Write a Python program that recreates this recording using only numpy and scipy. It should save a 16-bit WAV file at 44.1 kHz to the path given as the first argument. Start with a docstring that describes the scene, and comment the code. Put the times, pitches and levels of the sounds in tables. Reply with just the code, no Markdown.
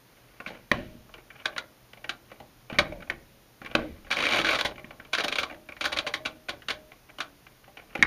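"""Faint finger scraping over room hiss comes first, then clicks, knocks and a fast ratchet whirr.
A hand pushes, pulls and turns the timer knob of a washing machine in a small quiet room, heard close.
A pawl chatters over each tooth: noise bursts excite the resonances of the plastic dial and steel panel.
Jolts add decaying knocks and booms, a leaf spring hums as a decaying tone, and steel and room ring on."""
import sys
import numpy as np
from scipy import signal
from scipy.fft import rfft, irfft, next_fast_len
from scipy.io import wavfile
from scipy.ndimage import map_coordinates

SR = 44100
rng = np.random.default_rng(int(sys.argv[2]) if len(sys.argv) > 2 else 0)


def log_audio(samples):
    """Write samples as a 16-bit WAV file to the path given in sys.argv[1]."""
    # one column per channel
    frames = np.atleast_2d(samples).T
    # limit to full scale, then quantise
    limited = np.clip(frames, -1, 1)
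    pcm = np.round(limited * 32767).astype(np.int16)
    wavfile.write(sys.argv[1], SR, pcm)


N = 355490

# pawl slipping off a tooth and snapping onto the next:
# t of the snap/s, base level/dB, chatter scale/s, slip against snap/dB
TOOTH_SNAPS = [(1.4549, -22, 0.0043, -25), (1.5791, -23, 0.0041, -19), (2.092, -24, 0.0048, -37.5),
               (4.1098, -23.5, 0.008, -8.5), (4.1234, -24.5, 0.0083, -32), (4.552, -25, 0.0074, 0),
               (4.5853, -26.5, 0.013, -33), (4.6095, -15, .002, -32), (4.6543, -25, 0.0064, 1.5),
               (5.1303, -22.5, 0.01, -27), (5.1486, -21, 0.0031, -30), (5.1825, -20.5, 0.0034, -9),
               (5.2037, -23.5, 0.0042, -3), (5.2434, -20.5, 0.0034, -6), (5.2809, -23, 0.0043, -15),
               (5.3229, -24, 0.0053, -11), (5.355, -24.5, 0.0049, -30), (5.3834, -23.5, 0.0097, -17),
               (5.431, -22, 0.0037, -20), (5.8083, -26, 0.0079, -28), (5.8398, -26.5, 0.0074, -30),
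               (5.8525, -20.5, 0.0069, -27), (5.9256, -23.5, 0.0046, -6.5), (5.9696, -22.5, 0.0042, -7),
               (5.9858, -20.5, 0.0049, -35), (6.0717, -25, 0.0053, -2.5), (6.1372, -24, 0.0067, -42),
               (6.2571, -25, 0.0057, -5.5), (6.4911, -25.5, 0.0055, -7.5), (6.6835, -25.5, 0.0052, -37),
               (6.7022, -23.5, 0.0062, -7.5), (7.2028, -25.5, 0.006, -27)]
SLIP_LEAD_S, SLIP_CHATTER_S = 0.007, 0.0074  # slip ahead of its snap; base scale of its chatter
SNAP_COLOUR, SLIP_COLOUR = (-12.5, -15), (-6, -18.5)  # base thud/dB, base edge/dB against the contact

# fast twist, teeth merging into a whirr: t/s, teeth passed, base level/dB, chatter scale/s
FAST_TWIST = [(4.167, 0, -23, .004), (4.222, 3, -24, 0.0061), (4.268, 6, -21, 0.0047),
              (4.308, 8, -21, 0.0041), (4.37, 13, -21, 0.0044), (4.413, 16, -26, 0.0055),
              (4.444, 17, -24, 0.013), (4.527, 21, -25, 0.0085)]
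# spread between teeth of the whirr: t/s, level/dB
TWIST_SCATTER = (.001, 1.1)
# colour of a whirr tooth against its level: base thud/dB, base edge/dB
TWIST_COLOUR = (-10.5, -17.5)
TWIST_SLIP_DB = -8.5  # slip against snap

# fingers tapping the knob and taking up its slack: t/s, base level/dB, base thud against it/dB
FINGER_TOUCHES = [(0.4609, -31, -14), (.502, -46.5, 7.5), (1.091, -51, 0), (1.1385, -37, -7),
                  (1.1789, -45.5, 1), (1.3024, -42.5, -13), (1.399, -43.5, -12), (1.5616, -31.5, -7.5),
                  (1.932, -41, -7.5), (1.9723, -46, -7), (2.0412, -33.5, -5.5), (2.3149, -40, -4.5),
                  (2.4, -44, 6.5), (2.6977, -33.5, -4), (2.7422, -38, -2), (2.9207, -42.5, 6.5),
                  (3.0036, -46, -2), (3.073, -51, 3), (3.022, -39.5, -3), (3.1194, -39.5, -8),
                  (3.6592, -32, -15), (3.7123, -41.5, 3), (4.046, -48, -6.5), (4.067, -45.5, -6),
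                  (4.71, -40, 0), (4.7791, -40.5, -2), (4.793, -43.5, -3), (4.9056, -38, -3.5),
                  (5.0488, -42.5, -2), (5.497, -36.5, -11), (5.5086, -39, -1), (5.523, -41.5, -1),
                  (5.5433, -46, -13), (5.6874, -35, -3.5), (5.7199, -38, -14), (5.765, -39, -12),
                  (6.0868, -41, 0), (6.619, -43, -16), (6.9172, -41, -9), (7.1843, -31, -8.5),
                  (7.465, -43, -10), (7.641, -50, -12), (7.677, -51.5, 5), (7.7695, -37, -8),
                  (7.7887, -49, 0), (7.951, -27, -2), (7.976, -38, -2)]
TOUCH_CHATTER_S, TOUCH_EDGE_DB = 0.0045, -27  # base values

# resonances of the dial and timer case: f/Hz, width/Hz, relative level/dB
DIAL_MODES = [(1080, 100, -6), (1494, 240, -3), (1996, 323, -5), (2325, 180, 0), (2950, 355, -8)]
# resonances of the console panel: f/Hz, width/Hz, relative level/dB
PANEL_MODES = [(67, 17, -9), (134, 100, -13), (259, 162, -6.5), (333.2, 40, -1), (454, 96, -8.5),
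               (587.5, 72.6, 1.5), (807, 100, -3.5)]
# high resonances of the pawl, excited by the edge force: f/Hz, width/Hz, relative level/dB
PAWL_MODES = [(3087, 170, -1.5), (3400, 210, 2), (3830, 250, 1), (4600, 493, -3.5)]
# spectrum of a contact's sharp edge: f/Hz, base gain/dB
EDGE_SPECTRUM = [(3500, -2), (5500, 9.5), (7000, 4.5), (9000, 1.5), (13000, -33), (16500, -37)]
SPOT_SCATTER_DB = 3  # each contact lands on another spot of the dial

# knob shaft or hand jolting the console:
# t/s, boom/dB, knock/dB, base crack level/dB, chatter scale/s, base edge against crack/dB
CONSOLE_JOLTS = [(0.4013, -49, -27, -32.5, 0.0036, -31), (.472, -44, -36.5, -39.5, 0.013, -17.5),
                 (0.7151, -24.5, -5, -5, 0.00095, -21), (2.726, -35, -45, -36, 0.0042, -22),
                 (2.786, -26, -3, -14, 0.0043, -14), (2.7902, -62, -32, -7, 0.0018, -43.5),
                 (3.0992, -43, -9.5, -20.5, 0.0025, -24), (3.6161, -48, -35, -38, 0.0037, -30),
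                 (3.647, -44.5, -54, -33, 0.0018, -20), (3.7508, -25.5, -7.5, -7, 0.0018, -21.5),
                 (4.388, -35.5, -40, -19.5, 0.0032, -19), (4.757, -52, -43, -41, 0.0023, -25),
                 (4.844, -43, -27, -40, 0.0022, -34), (4.999, -52, -30, -38, 0.0028, -32),
                 (7.992, -32.5, -28, -41, 0.0049, -28), (8.0257, -28, 5, -10, 0.0012, -13),
                 (8.0322, -44, -5, -8.5, 0.00092, -35)]
CRACK_THUD_DB = -7.5  # base value, against the crack
# loose parts after a jolt: level against its boom/dB, chatter scale/s, base thud/dB, base edge/dB
LOOSE_PARTS = (-15, .04, -11, -21.5)
# modes of the cabinet walls: f/Hz, mean level/dB, t60/s
WALL_MODES = [(38.07, -22, 1.36), (80.3, -16.5, 0.52), (137, -11, 0.25), (196.5, 4.5, 0.034),
              (236.6, 3.5, 0.065), (308.4, -4.5, 0.088)]
# modes of the knob's shell: f/Hz, mean level/dB, t60/s
SHELL_MODES = [(1902, -0.5, 0.012), (2163, -3.5, 0.015)]
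MODE_SCATTER_DB = 1.7  # strength of every wall and shell mode, from jolt to jolt

# fingers sliding on the knob: t/s, length/s, level ahead of the body resonances/dB
FINGER_RUBS = [(0, 0.74, -66), (0.464, 0.13, -58), (1.129, 0.09, -64), (1.273, 0.33, -57),
               (2.274, 0.1, -60.5), (2.69, 0.095, -47.5), (3.623, 0.079, -48.5), (3.693, 0.078, -47),
               (3.96, .03, -61), (4.049, 0.068, -58), (7.086, 0.023, -52.5), (7.762, 0.073, -53.5),
               (7.89, 0.066, -55.5)]

# leaf spring left vibrating: t/s, f/Hz, base level/dB, length/s, t60/s
SPRING_TONES = [(0.782, 622, -50, 0.26, 0.88), (1.474, 624, -50, 0.26, 0.8), (3.127, 550, -63, 0.33, 2),
                (4.708, 613, -57.5, 0.54, 3.4), (5.25, 593, -36.5, 0.032, 1.5),
                (5.468, 617, -57.5, 0.39, 2.3), (6.042, 620, -38.5, 0.027, 1.6),
                (6.201, 625, -46, 0.29, 0.74), (6.745, 616, -49.5, 0.18, 0.84)]

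# ring-out of steel and room: f/Hz, t60/s, gain/dB
RING_OUT = [(58.3, 0.96, -0.5), (160, 0.98, -3.5), (413, 0.46, -2), (1060, 0.17, -4.5), (2680, 0.27, -17.5),
            (7700, 0.094, -17)]

# spectrum of room and microphone hiss: f/Hz, relative density/dB per Hz
HISS_SPECTRUM = [(15, -42), (30, 1), (100, -11), (190, -7.5), (400, -10.5), (1000, -15), (2500, -18.5),
                 (6500, -24), (9000, -26.5), (14700, -24), (16500, -43)]
# far mains hum: f/Hz, width/Hz, rms level/dB
MAINS_HUM = (121.8, 8.4, -65.5)
# dip of the microphone port: f/Hz, half-width to 1/e^2 of the depth/Hz, depth/1
PORT_DIP = (7860, 1020, 0.91)
CEILING, TOP_HZ = 0.69, 15400  # limit of the soft clipping (full scale = 1); top of the band


def amp(db):
    """Level: a gain in dB is 20 times the logarithm of the amplitude ratio."""
    return 10 ** (np.asarray(db) / 20)


def unit(x):
    """Normalisation: division by the root mean square gives rms 1."""
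    return x / np.sqrt(np.mean(x ** 2) + 1e-20)


def along(points, hz):
    """Logarithmic frequency scale: values are interpolated between (f, value) points."""
    f, v = np.transpose(points)
    return np.interp(np.log(hz + 1), np.log(f + 1), v)


def filtered(x, response):
    """Linear filtering: the spectrum is multiplied by a frequency response."""
    m = next_fast_len(N + SR // 2)
    return irfft(rfft(x, m) * response(np.fft.rfftfreq(m, 1 / SR)), m)[..., :N]


def body(modes, apart=False):
    """Modal superposition: damped resonances, summed or one line each, keep white-noise power in sum."""
    def response(f):
        lines = []
        for k, (centre, width, db) in enumerate(modes):
            damping = 1j * f * width
            sign = (-1) ** k  # neighbouring modes have opposite sign
            lines.append(sign * amp(db) * damping / (centre * centre - f * f + damping))
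        lines = np.array(lines)
        total = lines.sum(0)
        return (lines if apart else total) / np.sqrt(np.mean(np.abs(total) ** 2))
    return response


def noise(spectrum):
    """Spectral shaping: filtered white noise, brought to rms 1."""
    return unit(filtered(rng.standard_normal(N), lambda hz: amp(along(spectrum, hz))))


def drift(step):
    """Band limitation: random values every `step` samples are joined by a smooth curve."""
    return map_coordinates(rng.standard_normal(N // step + 4), [np.arange(N) / step])


def contacts():
    """Ratchet principle: each contact is a row (t/s, level/dB, chatter/s, thud/dB, edge/dB)."""
    s, passed, db, length = np.transpose(FAST_TWIST)
    tooth = np.arange(round(passed[0]), round(passed[-1]) + 1)
    scatter = rng.standard_normal((len(tooth), 2)) * TWIST_SCATTER
    whirr = np.transpose([np.interp(tooth, passed, column) for column in (s, db, length)])
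    rows = []
    for (s, db, length), (shift, more_db) in zip(whirr, scatter):
        s, db = s + shift, db + more_db
        rows.append((s, db, length, *TWIST_COLOUR))
        rows.append((s - SLIP_LEAD_S, db + TWIST_SLIP_DB, SLIP_CHATTER_S, *SLIP_COLOUR))
    for s, db, length, slip_db in TOOTH_SNAPS:
        rows.append((s, db, length, *SNAP_COLOUR))
        rows.append((s - SLIP_LEAD_S, db + slip_db, SLIP_CHATTER_S, *SLIP_COLOUR))
    for s, db, thud_db in FINGER_TOUCHES:
        rows.append((s, db, TOUCH_CHATTER_S, thud_db, TOUCH_EDGE_DB))
    rattle_db, *rattle_rest = LOOSE_PARTS
    for s, boom_db, _, crack_db, length, edge_db in CONSOLE_JOLTS:
        rows.append((s, crack_db, length, CRACK_THUD_DB, edge_db))
        rows.append((s, boom_db + rattle_db, *rattle_rest))
    return np.array(rows)


def chatter(rows, gains_db, stretch, spiky_db):
    """Impact excitation: contact forces rise, then die away in uneven micro-impacts; one line per gain."""
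    force = np.zeros((gains_db.shape[1], N + SR))
    for (s, db, length, *_), gain_db in zip(rows, gains_db):
        t = np.arange(int(12 * length * SR)) / SR
        rise = (1 - np.exp(-t / (0.0004 + 0.044 * length))) ** 2
        shape = rise * np.exp(-(t / (stretch * length)) ** 0.72)
        burst = shape * rng.standard_normal(len(t)) * amp(spiky_db * rng.standard_normal(len(t)))
        burst *= np.linalg.norm(shape) / np.linalg.norm(burst)  # random draws leave the energy unchanged
        force[:, round(s * SR):][:, :len(t)] += amp(db + gain_db)[:, None] * burst
    return force[:, :N]


def knob():
    """Forced resonance: each contact rings the dial, thumps the panel and adds a bright edge."""
    rows = contacts()
    thud_db, edge_db = rows[:, 3:4], rows[:, 4:]
    spot_db = SPOT_SCATTER_DB * rng.standard_normal((len(rows), len(DIAL_MODES)))
    # mean gain power over the modes stays 1
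    spot_db -= 10 * np.log10(np.mean(amp(2 * spot_db), axis=1, keepdims=True))

    dial_force = chatter(rows, spot_db + 4.0, stretch=0.93, spiky_db=2.0)
    dial = filtered(dial_force, body(DIAL_MODES, apart=True)).sum(0)
    panel_force = chatter(rows, thud_db + 6.5, stretch=0.86, spiky_db=1.26)
    panel = filtered(panel_force, body(PANEL_MODES))[0]

    def sharp(hz):
        return amp(along(EDGE_SPECTRUM, hz) + 5.0) + amp(14.0) * body(PAWL_MODES)(hz)

    edge = filtered(chatter(rows, edge_db, stretch=1.22, spiky_db=3.0), sharp)[0]
    return dial + panel + edge


def jolts():
    """Free vibration: decaying sines give a tonal shell knock and a dull wall boom."""
    out = np.zeros(N + SR)
    t = np.arange(SR * 3 // 4) / SR

    def ring(modes, rise_s):
        total = np.zeros(len(t))
        for hz, db, t60 in modes:
            level_db = db + rng.normal(0, MODE_SCATTER_DB) - 60 * t / t60
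            total += amp(level_db) * np.sin(2 * np.pi * hz * t)
        return (1 - np.exp(-t / rise_s)) * total

    for s, boom_db, knock_db, *_ in CONSOLE_JOLTS:
        boom = amp(boom_db) * ring(WALL_MODES, 0.0011)
        knock = amp(knock_db) * ring(SHELL_MODES, 0.001)
        out[round(s * SR):][:len(t)] += boom + knock
    return out[:N]


def rubs():
    """Stick-slip friction: skin slips in clumps of noise, coloured by dial and panel."""
    stroke = np.zeros(N + SR)
    for s, length, db in FINGER_RUBS:
        count = int(length * SR)
        stroke[round(s * SR):][:count] += amp(db) * signal.windows.tukey(count, 0.5)
    clumps = amp(8.5 * np.tanh(drift(300)))
    slips = unit(clumps * rng.standard_normal(N))
    return filtered(stroke[:N] * slips, lambda f: body(DIAL_MODES)(f) + 0.56 * body(PANEL_MODES)(f))


def spring():
    """Damped free oscillation: a nearly pure tone sets in softly, decays and is faded out."""
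    out = np.zeros(N + SR)
    for s, hz, db, length, t60 in SPRING_TONES:
        t = np.arange(int(length * SR)) / SR
        fade = np.clip(np.minimum(t, length - t) / 0.0062, 0, 1)
        decay = amp(db + 2.5 - 60 * t / t60)
        out[round(s * SR):][:len(t)] += decay * fade * np.sin(2 * np.pi * hz * t)
    return out[:N]


def cabinet(x, piece=SR // 16):
    """Reverberation: convolution with decaying noise, drawn anew for each piece, rings steel and room."""
    out = np.zeros(N + 2 * SR)
    centre, t60, db = np.transpose(RING_OUT)
    for start in range(0, N, piece):
        hz, t, bands = signal.stft(rng.standard_normal(SR // 2), SR, nperseg=512)
        bands = bands * amp(-60 * t / along(np.c_[centre, t60], hz)[:, None])
        bands /= np.linalg.norm(bands, axis=1, keepdims=True)  # even energy per band
        tail = signal.istft(bands, SR, nperseg=512)[1]
        wet = signal.fftconvolve(x[start:start + piece], tail / np.linalg.norm(tail))
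        out[start + 200:][:len(wet)] += wet  # 200 samples of delay
    # fast random gain blurs the bands of the ring-out and makes it grainy
    grain = unit(1 + 0.35 * drift(50))
    return filtered(out[:N] * grain, lambda f: amp(along(np.c_[centre, db], f)))


def background():
    """Stationary noise: shaped hiss, and a slightly unsteady hum as noise in a narrow resonance."""
    hz, width, hum_db = MAINS_HUM
    hum = unit(filtered(rng.standard_normal(N), body([(hz, width, 0)])))
    return amp(-58.5) * noise(HISS_SPECTRUM) + amp(hum_db) * hum


def scene():
    """Superposition: contacts, jolts and rubs with their tail, plus spring and background."""
    near = knob() + jolts() + rubs()
    return (near + cabinet(near) + spring() + background())[None]


def record(dry):
    """Transduction: the microphone port's dip, soft clipping of the hardest blows, a band limit."""
    centre, width, depth = PORT_DIP
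    x = filtered(dry, lambda f: 1 - depth * np.exp(-((f - centre) / width) ** 2 * 2))
    x = x / (1 + np.abs(x / CEILING) ** 6) ** (1 / 6)
    return filtered(x, lambda hz: hz < TOP_HZ)


dry = scene()
out = record(dry)
log_audio(out)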